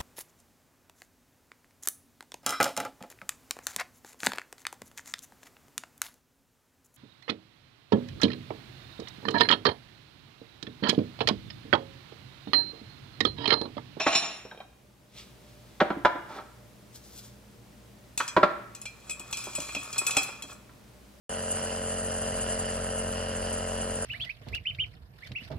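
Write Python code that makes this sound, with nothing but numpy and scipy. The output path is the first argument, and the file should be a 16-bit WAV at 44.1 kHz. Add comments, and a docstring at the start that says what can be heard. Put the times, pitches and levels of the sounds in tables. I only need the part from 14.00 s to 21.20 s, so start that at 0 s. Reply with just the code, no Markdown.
"""Steel tea strainers are dropped into a tin in a wooden kitchen cupboard, jingle and rattle: modes rung by
hits and rubbing, with bursts and ticks of noise. Before that mugs are stacked and grind into each other, and
the tin is set on a shelf and pushed back; struck modes and coloured noise make these too. A sleeve and wire
mesh rustle as crackling noise. A fridge hums in wavering lines over a hush of noise, and this background steps
up at 1.14 s. Two close microphone ports listen, with cupboard and kitchen reflections around them."""
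import sys
import numpy as np
from scipy import signal
from scipy.fft import rfft, irfft, next_fast_len
from scipy.io import wavfile

SR = 44100
rng = np.random.default_rng(int(sys.argv[2]) if len(sys.argv) > 2 else 0)


def unload_audio(sound):
    """Save the sound as a 16-bit wav file, at the path given as the first command line argument."""
    columns = np.transpose(np.atleast_2d(sound))
    # keep every value between -1 and 1, then stretch to whole-number steps
    steps = np.round(np.clip(columns, -1, 1) * 32767)
    wavfile.write(sys.argv[1], SR, steps.astype(np.int16))


N = 317520
T = np.arange(N) / SR

# Columns named "level/dB" are relative: each source trims them further.
# colour of the dull noise of wood and of the stacked mugs' taps: f/Hz, level/dB
THUMP_COLOUR = [(47, -49), (90, -33.5), (190, -7.5), (300, -10.5), (638, -2.5), (1380, -6.5), (2390, -18.5),
                (3630, -22.5), (6670, -40.5), (10800, -52.5), (12000, -55), (15600, -96), (22000, -120)]


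def amp(db):
    """Decibels to gain."""
    return 10 ** (np.asarray(db) / 20)


def rms_one(x):
    """Scale to unit rms."""
    return x / np.sqrt(np.mean(x ** 2) + 1e-20)


def at_hz(points, hz):
    """Read a table on a log-frequency axis."""
    f, value = np.array(points)[:, 0], np.array(points)[:, 1]
    return np.interp(np.log(hz + 1), np.log(f + 1), value)


def shape(x, gain):
    """Apply a gain that depends on frequency."""
    size = next_fast_len(x.shape[-1])
    hz = np.arange(size // 2 + 1) * SR / size
    return irfft(rfft(x, size) * gain(hz), size)[..., :x.shape[-1]]


def colour(x, spectrum):
    """Give a sound the colour of a table of f/Hz and level/dB."""
    return shape(x, lambda hz: amp(at_hz(spectrum, hz)))


def tilt(hardness, hz, centre_hz):
    """Decibels that a harder or softer contact adds, levelling off away from the centre."""
    octaves = np.log2(hz / centre_hz + 1e-9)
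    return hardness * np.clip(octaves, -1.5, 1.5)


def stroke(rows):
    """Gain over time of rubbing strokes that swell to a peak and fade, 20 dB in each given time."""
    gain = 0
    for s, db, swell_s, fade_s in rows:
        gain = gain + amp(db - 20 * np.maximum((s - T) / swell_s, (T - s) / fade_s))
    return gain


def hiss(spectrum):
    """Noise of a given colour, rms 1."""
    return rms_one(colour(rng.standard_normal(N), spectrum))


def grains(per_s, uneven_db):
    """Tiny random contacts of uneven size and either sign, rms 1."""
    sizes = amp(uneven_db * np.minimum(rng.exponential(1, N), 5))
    signs = rng.choice([-1, 1], N)
    return rms_one(sizes * signs * (rng.random(N) < per_s / SR))


def ring(push, hz, t60):
    """A two-pole resonator: a unit click sets a sine of height 1 ringing."""
    r = amp(-60 / (max(t60, .005) * SR))
    w = 2 * np.pi * hz / SR
    return signal.lfilter([0, np.sin(w)], [1, -2 * r * np.cos(w), r * r], push + 1e-18)


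def struck(blows, modes, rub, grit, ring_db, spread_db, favour_db, centre_hz, chatter_s, reach):
    """Blows and rubbing drive the same modes; hard blows favour the high ones, each blow lands somewhere else
    and chatters through three weaker bounces."""
    s, level_db, hardness, *loudest = np.transpose(blows)
    lag = rng.random((len(s), 4)) * [0, 1, 1, 1]
    at = ((s[:, None] + chatter_s * lag) * SR).astype(int)
    luck = rng.normal(0, 1, (len(s), 4, len(modes)))
    out = 0
    for k, (hz, db, t60) in enumerate(modes):
        push = amp(db) * rub * np.roll(grit, k * SR // 7)      # each mode catches other grains
        # modes near the loudest ones of the blow are lifted; reach is in log frequency
        nearness = np.exp(-(np.log(hz / np.array(loudest)) / reach) ** 2).max(axis=0)
        spot_db = favour_db * nearness + tilt(hardness, hz, centre_hz)
        blow_db = level_db + ring_db + db + spot_db
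        push[at] += amp(blow_db[:, None] - 10 * lag + spread_db * luck[..., k])
        out = out + ring(push * (-1) ** k, hz, t60)
    return out


def cracks(blows, spectrum, crack_db, t60, rise_s, centre_hz):
    """The noisy burst at each contact, rising quickly and dying fast."""
    out, size = np.zeros(N + SR), SR // 4
    fade = amp(-60 * T[:size] / t60) * (1 - np.exp(-T[:size] / rise_s))
    noises = rng.standard_normal((len(blows), size))
    for (s, level_db, hardness, *_), white in zip(blows, noises):
        burst = rms_one(colour(white, spectrum))
        tilted = shape(burst, lambda hz: amp(tilt(hardness, hz, centre_hz)))
        start = int(s * SR)
        out[start:start + size] += amp(level_db + crack_db) * fade * tilted
    return out[:N]


def patter(strokes, spectrum, per_s, uneven_db, t60):
    """Small knocks at random moments, each a short burst of coloured noise."""
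    size = SR // 8
    burst = rng.standard_normal(size) * amp(-60 * T[:size] / t60)
    knocks = signal.fftconvolve(grains(per_s, uneven_db), burst)[:N]
    return stroke(strokes) * rms_one(colour(knocks, spectrum))


def rustle(strokes, spectrum, per_s):
    """A hiss with a fine crackle, made of coloured grains."""
    fibres = colour(grains(per_s, uneven_db=0), spectrum)
    return stroke(strokes) * rms_one(fibres)


def echoes(seconds, t60_of, channels):
    """A diffuse response of unit energy that builds up, its overlapping octave bands dying at their own rates."""
    t, out = T[:int(seconds * SR)], 0
    white = rng.standard_normal((channels, len(t)))
    for centre in 62.5 * 2. ** np.arange(9):
        band = shape(white, lambda hz: np.clip(1 - np.abs(np.log2(hz / centre + 1e-9)), 0, 1))
        out = out + band * amp(-60 * t / t60_of(centre))
    out = out * (1 - np.exp(-t / .006))      # builds up after the direct sound
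    return out / np.sqrt(np.sum(out ** 2, axis=1, keepdims=True))


def ports(x):
    """The left port hears a little earlier, and the body shades the right one in the treble."""
    # level difference of the two ports: f/Hz, left minus right level/dB
    difference = [(60, 2.5), (240, -3), (950, -1), (3770, -1), (15000, 6.5)]
    lag_s = 45e-6
    left = shape(x, lambda hz: amp(at_hz(difference, hz) / 2))
    right = shape(x, lambda hz: amp(-at_hz(difference, hz) / 2) * np.exp(-2j * np.pi * hz * lag_s))
    return np.array([left, right])


def space(x, seconds, t60_of, shared_db, apart_db):
    """Reflections, one part reaching both ports alike and one part different on each; long waves stay alike."""
    shared, *apart = (signal.fftconvolve(x, r)[:N] for r in echoes(seconds, t60_of, channels=3))
    apart = signal.sosfilt(signal.butter(2, 300, "high", fs=SR, output="sos"), apart)
    return amp(shared_db) * ports(shared) + amp(apart_db) * apart


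def room_tone():
    """Fridge lines that waver over a broad hush, alike on both sides in the bass."""
    # fridge and mains lines: f/Hz, level/dB
    hum_lines = [(59.2, -55), (118.4, -55), (204.6, -60.5), (360.7, -70.5), (468.3, -69.5), (597.5, -64.5)]
    # colour of the hush: f/Hz, level/dB
    air_colour = [(20, -45), (40, -12.5), (60, -6.5), (90, -14), (120, -5.5), (150, -12), (200, -9),
                  (240, -12), (600, -18), (1200, -24), (4000, -29.5), (9000, -33.5), (16000, -37)]
    # left-right likeness of the hush: f/Hz, likeness (0 to 1)
    air_alike = [(60, 0.71), (180, 0.8), (550, 0.3), (1650, 0.29), (4970, 0.47), (15000, 0.26)]
    before_db, step_s, step_db = -5.5, 1.144, 5   # hum and hush before the step, its time and height

    def alike(hz):
        return np.clip(at_hz(air_alike, hz), 0, 1)

    mid = shape(hiss(air_colour), lambda hz: np.sqrt(1 + alike(hz)))
    side = shape(hiss(air_colour), lambda hz: np.sqrt(1 - alike(hz)))
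    air = amp(-57) * np.array([mid + side, mid - side])
    hum = 0
    for hz, db in hum_lines:
        waver = rms_one(ring(rng.standard_normal(N), hz, t60=0.36))
        steady = np.sin(2 * np.pi * hz * T + rng.uniform(0, 2 * np.pi))
        hum = hum + amp(db - 4.0) * (steady + min(hz / 250, .7) * waver)   # higher lines waver more
    return amp(before_db + step_db * (T > step_s)) * (air + hum)


def soft_rustle():
    """Many tiny contacts blur into a crackling hiss: a sleeve, then the bright hiss of the tin on the shelf."""
    # strokes of soft rustle, the last two the tin sliding on the shelf: t/s of the peak, level/dB, swell/s, fade/s
    strokes = [(1.186, -46, 0.061, 0.093), (1.506, -65.5, 0.26, 0.12), (1.708, -65, .4, 0.39),
               (2.3, -60.5, 0.023, 0.19), (2.364, -55.5, 0.12, 0.057)]
    # colour of the soft rustle: f/Hz, level/dB
    soft = [(710, -22), (1200, -3.5), (1590, -13.5), (2180, 0.5), (3050, 0), (3660, 4.5), (16000, -18.5)]
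    return rustle(strokes, soft, per_s=5600)


def gathered_mesh():
    """Wire mesh rustles brightly in short strokes, as sparser grains."""
    # strokes of the wire mesh: t/s of the peak, level/dB, swell/s, fade/s
    moves = [(2.956, -46, 0.028, 0.045), (3.04, -55.5, 0.032, 0.31), (3.192, -46.5, 0.084, 0.019),
             (3.25, -52.5, .07, 0.073)]
    # colour of the wire: f/Hz, level/dB
    wire = [(880, -41), (1500, -5), (1790, -18), (3550, -3), (5440, 0), (15100, -5), (16000, -29)]
    return rustle(moves, wire, per_s=2100)


def mugs():
    """Stoneware rings when struck and sings under the grinding glaze; stacked, it only taps."""
    # mug against mug: t/s, level/dB, hardness (dB per octave), loudest mode f/Hz
    clinks = [(0.0034, -19, -3.5, 2620), (0.0657, -16, -11.5, 2440), (0.1276, -14.5, 0.5, 2710),
              (0.1514, -10.5, 4, 2980)]
    # ringing modes of the mugs: f/Hz, level/dB, t60/s
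    mug_modes = [(670, -6, 0.12), (803, -12, 0.062), (1097, -7, 0.081), (1580, -17, 0.052),
                 (2375, -4.5, 0.07), (2436, -4.5, 0.051), (2546, 3, 0.051), (2700, -4.5, 0.11),
                 (2820, -7, 0.099), (2980, -8.5, 0.12), (3400, -24, .1), (3654, -1.5, 0.109),
                 (4030, -8, 0.13), (3690, -12, 0.17), (4070, -13, 0.15), (4380, -7, .08), (5470, -1, 0.14),
                 (5610, -11, 0.27), (6700, -14, 0.099), (6920, -7, 0.058), (6980, -1.5, 0.089),
                 (8980, -17.5, 0.31), (10100, -25, .1)]
    # colour of glaze on glaze: f/Hz, level/dB
    glaze = [(88, -46.5), (150, -13.5), (588, -13.5), (667, -4), (955, -12), (3810, -12.5), (5080, -27),
             (5560, -8), (6190, -22.5), (9190, -41), (11000, -44), (14300, -88), (22000, -120)]
    # mug grinding in mug: t/s of the peak, level/dB, swell/s, fade/s
    grinding = [(0.0, -24.5, .01, 0.058), (0.072, -24.5, 0.014, 0.056), (0.154, -22.5, 0.051, .045),
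                (0.226, -32.5, 0.026, .2)]
    # the stacked pair rocks to rest under the hand: t/s, level/dB, hardness (dB per octave), loudest mode f/Hz
    rocking = [(0.451, -38.5, -8.5, 445), (0.513, -34, -4, 1474), (0.547, -44, -7, 780),
               (0.575, -43, -3, 450), (0.603, -33, 0, 770)]
    # damped modes of the stacked pair: f/Hz, level/dB, t60/s
    stack_modes = [(462, -11.5, 0.039), (747, -4, 0.026), (1545, -2, 0.035), (2435, 2, 0.057),
                   (3180, -2.5, 0.066), (3820, 3.5, 0.051)]
    grind, grit = stroke(grinding), grains(per_s=600, uneven_db=3.0)
    body = struck(clinks, mug_modes, amp(-32.5) * grind, grit, ring_db=-20, spread_db=3.0,
                  favour_db=8.0, centre_hz=2920, chatter_s=0.035, reach=0.051)
    crack = cracks(clinks, glaze, crack_db=-11.0, t60=.05, rise_s=0.0012, centre_hz=3000)
    taps = struck(rocking, stack_modes, 0, grit, ring_db=-15.5, spread_db=2.5,
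                  favour_db=14.5, centre_hz=1520, chatter_s=0.0038, reach=0.093)
    taps += cracks(rocking, THUMP_COLOUR, crack_db=-9, t60=0.092, rise_s=0.0053, centre_hz=1470)
    return body + taps + crack + amp(-4.0) * grind * hiss(glaze)


def shelf():
    """Wood booms under each blow, rumbles under the sliding tin and carries the rattle inside it."""
    # blows on the shelf: t/s, level/dB, hardness (dB per octave), loudest mode f/Hz
    blows = [(0.064, -11.5, 2, 695), (1.802, -15, 6, 790), (1.812, -8.5, -4.5, 584),
             (1.902, -14.5, -4.5, 623), (1.966, -36.5, -11, 275), (2.049, -5, 1.5, 980),
             (2.151, -27.5, -5, 301), (4.201, -19.5, 6.5, 1525), (4.365, -7, 0, 1276),
             (4.374, -15, -5, 580), (4.43, -5.5, 0.5, 560), (4.437, -20, -9.5, 307),
             (5.199, -40.5, -5.5, 690), (5.469, -33.5, -5, 1000), (5.581, -31, -8.5, 594),
             (5.763, -33, -5, 285), (6.014, -32.5, 0, 1150), (6.167, -21, -4.5, 770), (6.289, -35, 1, 778),
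             (6.437, -39, -4, 242), (6.692, -49.5, 6, 940)]
    # modes of the shelf: f/Hz, level/dB, t60/s
    wood_modes = [(106, -20, 0.07), (150, -14, 0.034), (232.5, -13, 0.097), (289.2, -4.5, 0.098),
                  (354.4, -2.5, 0.07), (592, -2.5, 0.085), (668, -5, 0.041), (775, -4, 0.07),
                  (890, -11, 0.043), (996, -2.5, 0.078), (1200, -16, 0.069), (1357, 3.5, 0.034),
                  (1540, -19, 0.091), (1705, -34, 0.031), (2290, -8, 0.04), (3050, -25, 0.013)]
    # tin sliding on wood: t/s of the peak, level/dB, swell/s, fade/s
    sliding = [(2.08, -51, 0.0088, 0.35), (2.3, -47, 0.03, 0.22), (2.39, -42, 0.096, 0.039)]
    # handles knocking about in the tin: t/s of the peak, level/dB, swell/s, fade/s
    rattling = [(5.5, -54.5, 0.8, 0.43), (6.17, -43.5, 0.8, 0.37), (6.52, -47, 0.035, 0.042)]
    slide, grit = stroke(sliding), grains(per_s=3000, uneven_db=0.5)
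    body = struck(blows, wood_modes, amp(-33.5) * slide, grit, ring_db=-16.5, spread_db=-0.5,
                  favour_db=11, centre_hz=752, chatter_s=0.00609, reach=0.12)
    crack = cracks(blows, THUMP_COLOUR, crack_db=-2.5, t60=0.057, rise_s=0.0024, centre_hz=780)
    rumble = amp(-1) * slide * hiss(THUMP_COLOUR)
    rattle = patter(rattling, THUMP_COLOUR, per_s=200, uneven_db=2.5, t60=0.027)
    return body + crack + rumble + rattle


def strainers():
    """Steel rings in clear partials at each hit and under the scraping; the wire mesh ticks and rustles."""
    # steel on steel: t/s, level/dB, hardness (dB per octave), loudest low mode f/Hz, loudest high mode f/Hz
    jingles = [(4.1757, -17, 2, 3500, 6070), (4.2294, -39, -7, 2330, 6900), (4.2785, -25, 0.5, 5060, 6080),
               (4.7493, -32.5, 2, 2600, 7800), (4.815, -35.5, 4.5, 2570, 9680),
               (4.8545, -28.5, -3.5, 2360, 4200), (5.0958, -25, -1, 2480, 7500),
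               (5.1073, -25.5, 0, 2460, 7500), (5.1951, -31.5, 3.5, 2480, 4900),
               (5.3102, -39, 9, 2570, 8000), (5.3268, -18.5, -1, 2480, 3510),
               (5.3708, -25.5, 1.5, 2430, 8100), (5.4393, -30.5, 4.5, 2500, 6080),
               (5.5515, -22.5, 1.5, 2520, 7970), (5.6022, -26, 1, 2520, 4100),
               (5.6896, -35.5, -9.5, 2460, 4170), (5.7487, -21.5, -5, 2534, 4400),
               (5.8308, -34.5, 5, 2420, 9650), (5.9282, -26.5, -1.5, 2460, 6960),
               (5.9579, -32.5, -4, 2460, 4170), (5.9807, -16, 3, 2513, 8070),
               (6.0656, -13.5, 2, 2514, 6080), (6.1078, -18.5, 0.5, 2530, 6090),
               (6.1677, -9.5, -0.5, 2578, 7500), (6.2308, -23.5, 7, 2390, 4180),
               (6.4223, -28.5, 0.5, 2760, 6080), (6.5276, -44.5, 9, 2600, 4150)]
    # modes of the strainers, near-alike pieces giving close pairs: f/Hz, level/dB, t60/s
    steel_modes = [(2376, -7.5, 0.22), (2428, -0.5, 0.14), (2507, -2, 0.16), (2558, 1, 0.14),
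                   (2720, -13, 0.1), (3315, 0.5, 0.084), (3580, -1.5, 0.041), (3890, -12, 0.05),
                   (4106, -1, 0.09), (4185, -2.5, 0.12), (4320, -12, 0.1), (5100, 1.5, 0.084),
                   (5160, -5, 0.15), (6055, -5.5, 0.12), (6835, 1.5, 0.095), (7508, 2, 0.068),
                   (7930, 7, 0.057), (9170, -21, 0.052), (9650, 3, 0.074), (10300, -2, 0.053),
                   (11150, -24, 0.036), (13000, -13, 0.059), (13280, -15, 0.04), (14020, -10, 0.043)]
    # strainers rubbing on each other: t/s of the peak, level/dB, swell/s, fade/s
    scraping = [(4.18, -34, 0.0042, .1), (5.1, -51.5, 0.2, 0.067), (5.404, -39.5, 0.19, 0.29),
                (5.62, -42.5, .15, .3), (5.8, -48.5, 0.25, 0.23), (6.0, -43.5, 0.25, 0.37),
                (6.184, -36.5, 0.13, 0.18), (6.51, -42.5, 0.043, 0.024)]
    # colour of the ticks: f/Hz, level/dB
    tick = [(470, -9), (800, -9), (1900, -15.5), (2530, 3), (3790, -13), (7640, 3.5), (8550, -11),
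            (10100, -4), (13000, -12.5), (16000, -28)]
    # colour of the mesh: f/Hz, level/dB
    mesh = [(470, -39), (800, -21), (1390, -10.5), (2050, -38), (2500, -19.5), (3100, -13), (5940, -12),
            (6410, -9.5), (16000, -25)]
    scrape, grit = stroke(scraping), grains(per_s=300, uneven_db=3.5)
    body = struck(jingles, steel_modes, amp(-38.0) * scrape, grit, ring_db=-24, spread_db=3.5,
                  favour_db=9.5, centre_hz=4870, chatter_s=.02, reach=0.02)
    crack = cracks(jingles, tick, crack_db=-2, t60=0.028, rise_s=0.00099, centre_hz=5230)
    ticks = amp(-8.5) * patter(scraping, tick, per_s=40, uneven_db=2.0, t60=0.017)
    return body + crack + ticks + amp(-7.5) * rustle(scraping, mesh, per_s=2200)


def scene():
    """The cupboard box smears each attack, the kitchen adds the tail."""
    # decay of the kitchen: f/Hz, t60/s
    kitchen_t60 = [(100, 0.97), (500, 0.51), (2000, 0.73), (6000, 0.46), (14000, 0.26)]
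    close = soft_rustle() + gathered_mesh() + mugs() + shelf() + strainers()
    box = space(close, 0.11, lambda hz: .05, shared_db=-10.5, apart_db=-10)
    kitchen = space(close, .8, lambda hz: at_hz(kitchen_t60, hz), shared_db=-16, apart_db=-13.5)
    return ports(close) + box + kitchen + room_tone()


def record(dry):
    """Rumble is rolled off, the loudest peaks are rounded, the top is cut."""
    cutoff_hz = 16700
    dry = signal.sosfilt(signal.butter(2, 45, "high", fs=SR, output="sos"), dry)
    rounded = 0.8 * np.tanh(dry / 0.82)
    return signal.sosfilt(signal.cheby2(14, 70, cutoff_hz, fs=SR, output="sos"), rounded)


dry = scene()
out = record(dry)
unload_audio(out)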